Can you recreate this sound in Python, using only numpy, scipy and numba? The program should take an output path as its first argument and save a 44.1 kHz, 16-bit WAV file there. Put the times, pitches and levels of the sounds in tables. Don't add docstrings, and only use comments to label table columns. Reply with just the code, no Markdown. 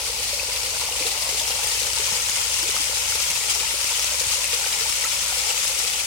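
import sys
import numpy as np
from scipy import signal
from scipy.fft import rfft, irfft
from scipy.io import wavfile
from scipy.ndimage import map_coordinates
from numba import njit

SR = 44100
rng = np.random.default_rng(int(sys.argv[2]) if len(sys.argv) > 2 else 0)


def master_out(mix):
    frames = np.transpose(np.atleast_2d(mix))
    ceiling = np.clip(frames, -1, 1)
    pcm = np.round(ceiling * 32767).astype(np.int16)
    wavfile.write(sys.argv[1], SR, pcm)


N = 267246
TIME = np.arange(N) / SR

# multiple of the cycle rate, rms level/dB, gain at full effort/dB, pipe shielding/(dB/s)
ENGINE_HARMONICS = [(3, -59.5, 0, -.15), (4, -50.9, 1, -1.3), (5, -50.3, 0, -.15), (7, -57, 5.5, -1),
                    (8, -64, 9, -.3), (10, -69, 4, 0), (12, -72, 4, 0), (14, -71, 3, 0)]
# f/Hz, relative level/dB
RUMBLE_SPECTRUM = [(12, -45), (29, -22), (45, -6), (62, 0), (85, -2), (125, -8.5), (200, -12), (320, -19),
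                   (700, -35)]
# f/Hz, width/Hz, gain/dB
CAVITY_MODES = [(521, 79, 3), (895, 132, 3.5), (1377, 190, -2.5)]
# t/s, level/dB, starting f/Hz, ring time/s, fractional rise in pitch
AIR_GULPS = [(.096, -29.5, 484, 0.092, 0), (.331, -28, 565, 0.089, 0), (.486, -31, 477, .08, 0.17),
             (0.913, -28.5, 480, 0.074, 0.075), (1.004, -28.5, 502, .14, 0.14),
             (1.009, -31, 259, 0.054, 1.3), (1.049, -31.5, 444, 0.17, .1), (1.347, -29.5, 468, 0.065, 0),
             (1.816, -30, 462, 0.063, 0.59), (1.995, -30, 406, 0.12, 0.46),
             (2.122, -27.5, 166, 0.037, 0.83), (2.63, -34.5, 297, 0.13, 1.4), (2.657, -33, 448, 0.091, 0.2),
             (2.691, -26, 385, 0.037, 0.69), (2.798, -37, 285, 0.088, 0.26), (2.896, -26, 507, 0.029, 0.05),
             (3.152, -25.5, 474, 0.034, 0.16), (3.608, -26.5, 433, .045, 0.91),
             (3.739, -31, 345, 0.036, 0.73), (3.74, -32, 540, 0.056, 0.36), (4.211, -28, 500, 0.065, 0.13),
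             (4.263, -29.5, 91, 0.13, 0.052), (4.532, -28, 474, 0.077, 0.054),
             (4.808, -34, 442, 0.16, 0.24)]
# t/s, level/dB, f/Hz
DROP_SLAPS = [(.6314, -14.5, 5050), (1.0678, -12.5, 4050), (1.1777, -18, 2700), (1.2918, -13, 4830),
              (1.3969, -15, 3680), (1.509, -16, 4340), (1.672, -12.5, 8360), (1.8324, -12.5, 4100),
              (1.9328, -12, 5170), (1.9806, -16, 8150), (2.2964, -11.5, 6340), (2.5993, -14, 7500),
              (2.6294, -11, 5400), (2.7657, -16, 5940), (2.8422, -15.5, 5700), (3.1552, -13, 5400),
              (3.227, -17, 6450), (3.303, -14, 6150), (3.315, -16, 6100), (3.515, -14, 6800),
              (3.549, -13, 5400), (3.843, -11, 5900), (3.9946, -11, 5600), (4.0447, -12.5, 6250),
              (4.3717, -22, 6800), (4.4428, -13.5, 2600), (4.541, -13, 7460), (4.728, -13, 3800),
              (4.898, -12, 5460), (5.046, -17, 6400), (5.4944, -19, 6150), (5.7918, -12, 5600),
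              (5.9354, -13, 3500), (5.9627, -20, 6430)]
# t/s, level/dB, f/Hz, ring time/s
DROP_PLINKS = [(0.0747, -31, 1140, 0.038), (.397, -18, 2530, 0.028), (.815, -22.5, 900, 0.032),
               (.889, -21, 860, 0.018), (.923, -23, 2820, 0.028), (1.024, -18, 2400, 0.016),
               (1.396, -22, 3650, .03), (1.412, -28, 917, 0.059), (1.519, -20, 3100, .02),
               (1.59, -23, 830, .025), (1.631, -26, 2570, .03), (2.765, -18.5, 1260, 0.02),
               (3.123, -23, 1370, 0.024), (3.63, -25, 874, 0.053), (4.317, -24, 1220, 0.022),
               (4.643, -22, 1470, .02), (4.858, -27, 887, 0.066), (5.041, -20, 1950, 0.029),
               (5.05, -23, 1320, 0.058), (5.324, -23.5, 780, 0.029)]
# f/Hz, left minus right level/dB
DROP_BALANCE = [(1200, 1), (2600, 10), (5000, -4), (12000, 19)]
# f/Hz, relative level/dB
SPLASH_SPECTRUM = [(150, -18.5), (340, -26), (500, -16), (690, -15.5), (930, -10.5), (1100, -10),
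                   (1380, -6), (1580, -11.5), (2150, -2), (2900, -0.43), (3800, -2.5), (5300, -0.94),
                   (8300, 0.7), (10000, -3), (11800, -6.5), (15800, -8.5)]
# f/Hz, gain/dB
BESIDE_PIPE = [(280, 3.5), (430, 10), (750, 0), (1080, 0), (1350, -4.8), (2000, 0), (2600, 0.5), (3300, -1),
               (4500, 2.5), (7000, -2.5), (9500, 0)]
# f/Hz, left minus right level/dB
WALL_BALANCE = [(500, -2.5), (1550, -3.5), (1900, 0.5), (3300, 1), (4300, 3.5), (5300, 7), (7000, 4.5),
                (8300, 0.5), (13000, 0)]
# t/s, change in level/dB
SPLASH_SURGES = [(.235, 2.3), (.335, 0.5), (1.03, 1), (1.074, 3.2), (1.393, 2), (1.513, 1.5), (1.635, 1),
                 (1.672, 0.5), (1.724, 1.5), (1.932, -2.5), (1.988, 1), (2.139, 1), (2.294, 2),
                 (2.601, -1.5), (2.768, 0.5), (3.021, 0.5), (3.156, 2), (3.226, 1.3), (3.505, 2),
                 (3.551, 1), (3.841, 0), (3.991, 0), (4.206, 1.8), (4.319, 2.2), (4.54, 2), (4.894, 1.8),
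                 (5.197, 1), (5.936, 1.5)]

SIDES = np.array([[.5], [-.5]])


def undb(db):
    return 10 ** (np.asarray(db) / 20)


def level(x, db):
    return x * undb(db) / np.sqrt(np.mean(x ** 2))


def colour(x, points, share=1):
    hz, db = np.transpose(points)
    bins = np.maximum(np.fft.rfftfreq(N, 1 / SR), 1)
    return irfft(rfft(x) * undb(share * np.interp(np.log(bins), np.log(hz), db)), N)


def resonate(x, modes):
    bins = np.maximum(np.fft.rfftfreq(N, 1 / SR), 1)
    response = sum(undb(db) / (1 + .5j * hz / width * (bins / hz - hz / bins)) ** 2
                   for hz, width, db in modes)
    return irfft(rfft(x) * response, N)


def wander(per_s):
    values = rng.standard_normal(N // 100)
    return level(map_coordinates(values, [TIME * per_s], order=3, mode="mirror"), 0)


def swell(at_s, width_s):
    return np.exp(-.5 * np.minimum(((TIME - at_s) / width_s) ** 2, 100))


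def pulse(at_s, attack_s, release_s):
    return swell(at_s, np.where(TIME < at_s, attack_s, release_s))


@njit
def ring(start, hz, t60, size, lag, rise, onset_cycles):
    out = np.zeros((2, N))
    for k in range(len(start)):
        count = int(t60[k] * SR * .8) + 2
        pole = (2j * np.pi * hz[k] - np.log(1000) / t60[k]) / SR
        glide = np.exp(2j * np.pi * hz[k] * rise[k] / SR / count)
        build = 1 - np.exp(-hz[k] / SR / max(onset_cycles, 1e-6))
        for port in range(2):
            arrival = (start[k] + (.5 - port) * lag[k]) * SR
            first = int(np.ceil(arrival))
            phasor = size[k] * np.exp(pole * (first - arrival))
            step, gain = np.exp(pole), 0.
            for i in range(max(first, 0), min(first + count, N)):
                gain += (1 - gain) * build
                out[port, i] += gain * phasor.imag
                phasor *= step
                step *= glide
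    return out


def cloud(count, band_hz, cycles, scatter_db, rise, lag_ms, spread_ms):
    when, pitch, direction, sign = rng.random((count, 4)).T
    length, strength = rng.standard_normal((count, 2)).T
    low_hz, high_hz = band_hz
    hz = low_hz + (high_hz - low_hz) * pitch
    t60 = cycles * np.exp(.5 * length) / hz
    size = np.sign(sign - .5) * undb(scatter_db * np.minimum(strength, 2)) / np.sqrt(t60)
    lag = (lag_ms + spread_ms * (2 * direction - 1)) / 1000
    return level(ring(when * N / SR, hz, t60, size, lag, np.full(count, float(rise)), 0.), 0)


def ebb_db(from_s=5.45, db_per_s=-1):
    return db_per_s * np.maximum(TIME - from_s, 0)


def engine(rest_hz=12.73, effort_hz=.14):
    effort = swell(at_s=2.2, width_s=1.15)
    cycle_hz = (rest_hz + effort_hz * effort) * (1 + .002 * wander(4))
    turns = np.cumsum(cycle_hz) / SR
    tones = 0
    for order, db, effort_db, shield_db_per_s in ENGINE_HARMONICS:
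        rms = undb(db + effort_db * effort + shield_db_per_s * TIME + wander(5.07))
        tones = tones + np.sqrt(2) * rms * np.sin(2 * np.pi * (order * turns + rng.random()))
    middle, side = colour(rng.standard_normal((2, N)), RUMBLE_SPECTRUM)
    return tones + level(middle, db=-53.8) + level(side, db=-58.8) * np.array([[1], [-1]])


def puddle():
    bubbles = cloud(1400, band_hz=(566, 1230), cycles=50, scatter_db=1.5,
                    rise=.15, lag_ms=.046, spread_ms=.2)
    bubbles = colour(bubbles, [(250, -22), (550, 4), (1200, 0), (2500, -14)])
    return bubbles * undb(-46) * swell(at_s=1.1, width_s=.38)


def gurgle(pitch_wander=.05):
    churn = cloud(5000, band_hz=(390, 1670), cycles=7.3, scatter_db=5,
                  rise=.17, lag_ms=.11, spread_ms=.079)
    passing_outflow = swell(at_s=1.8, width_s=.66)
    churn_db = -42.5 + 2.1 * passing_outflow + 2 * wander(28) + ebb_db()
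    cavity = resonate(churn, CAVITY_MODES)
    warped_time = np.cumsum(1 + pitch_wander * wander(9))
    rocking = np.array([map_coordinates(port, [warped_time], mode="mirror") for port in cavity])
    return level(rocking, 0) * undb(churn_db)


def gulps():
    start, db, hz, t60, rise = np.transpose(AIR_GULPS).copy()
    return ring(start, hz, t60, undb(db), np.zeros(len(start)), rise, onset_cycles=.48)


def near_drops(slap_t60_s=.007, spray_db=-13.5, pitch_rise=.08):
    start, db, hz = np.transpose(DROP_SLAPS).copy()
    t60 = np.full_like(start, slap_t60_s)
    lag, rise = np.zeros_like(start), np.full_like(start, pitch_rise)
    slaps = ring(start, hz, t60, undb(db), lag, rise, onset_cycles=.7)
    puffs = sum(undb(slap_db + spray_db) * pulse(at, attack_s=.0005, release_s=.0025)
                for at, slap_db, _ in DROP_SLAPS)
    spray = puffs * cloud(30000, band_hz=(2500, 10000), cycles=4, scatter_db=2,
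                          rise=0, lag_ms=0, spread_ms=.1)
    start, db, hz, t60 = np.transpose(DROP_PLINKS).copy()
    lag, rise = np.zeros_like(start), np.full_like(start, pitch_rise)
    plinks = ring(start, hz, t60, undb(db), lag, rise, onset_cycles=.48)
    return colour(slaps + spray + plinks, DROP_BALANCE, SIDES)


def surging(slugs_per_s=12, surge_db=2.01, looseness=.45):
    landings = np.cumsum(np.exp(looseness * rng.standard_normal(100))) / slugs_per_s
    random_surges = [(at, surge_db) for at in landings[landings < TIME[-1]]]
    return sum(db * pulse(at, attack_s=.0069, release_s=.012) for at, db in random_surges + SPLASH_SURGES)


def splash(approach_s=(.4, 2.07), near_gain_db=2):
    ticks = cloud(95000, band_hz=(122, 18100), cycles=3.9, scatter_db=1.5,
                  rise=0, lag_ms=.094, spread_ms=.356)
    fizz = cloud(30000, band_hz=(518.3, 11080), cycles=68, scatter_db=2.5,
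                 rise=.18, lag_ms=.076, spread_ms=.397)
    bubbles = cloud(1800, band_hz=(1700, 6500), cycles=130, scatter_db=4,
                    rise=.04, lag_ms=.06, spread_ms=.25)
    pings = cloud(260, band_hz=(2000, 3200), cycles=55, scatter_db=2.5,
                  rise=.08, lag_ms=.03, spread_ms=.06)
    near = np.interp(TIME, approach_s, (0, 1))
    fine = level(ticks + undb(-4) * fizz, 0)
    coarse = undb(-16 + 4 * near) * bubbles + undb(-21) * near * pings
    water = colour(fine + coarse, SPLASH_SPECTRUM)
    water = near * water + (1 - near) * colour(water, BESIDE_PIPE)
    unrest_db = .3 * wander(24)
    water = level(water, -26) * undb(near_gain_db * near + surging() + unrest_db + ebb_db())
    leftward_db = 1 + near
    return colour(water, WALL_BALANCE, SIDES) * undb(SIDES * leftward_db)


def scene():
    return splash() + gurgle() + puddle() + gulps() + near_drops() + engine()


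def record(dry, low_hz=30, top_hz=15900):
    thinned = signal.sosfilt(signal.butter(4, low_hz, "high", fs=SR, output="sos"), dry)
    return signal.sosfilt(signal.ellip(12, .1, 90, top_hz, fs=SR, output="sos"), thinned)


dry = scene()
out = record(dry)
master_out(out)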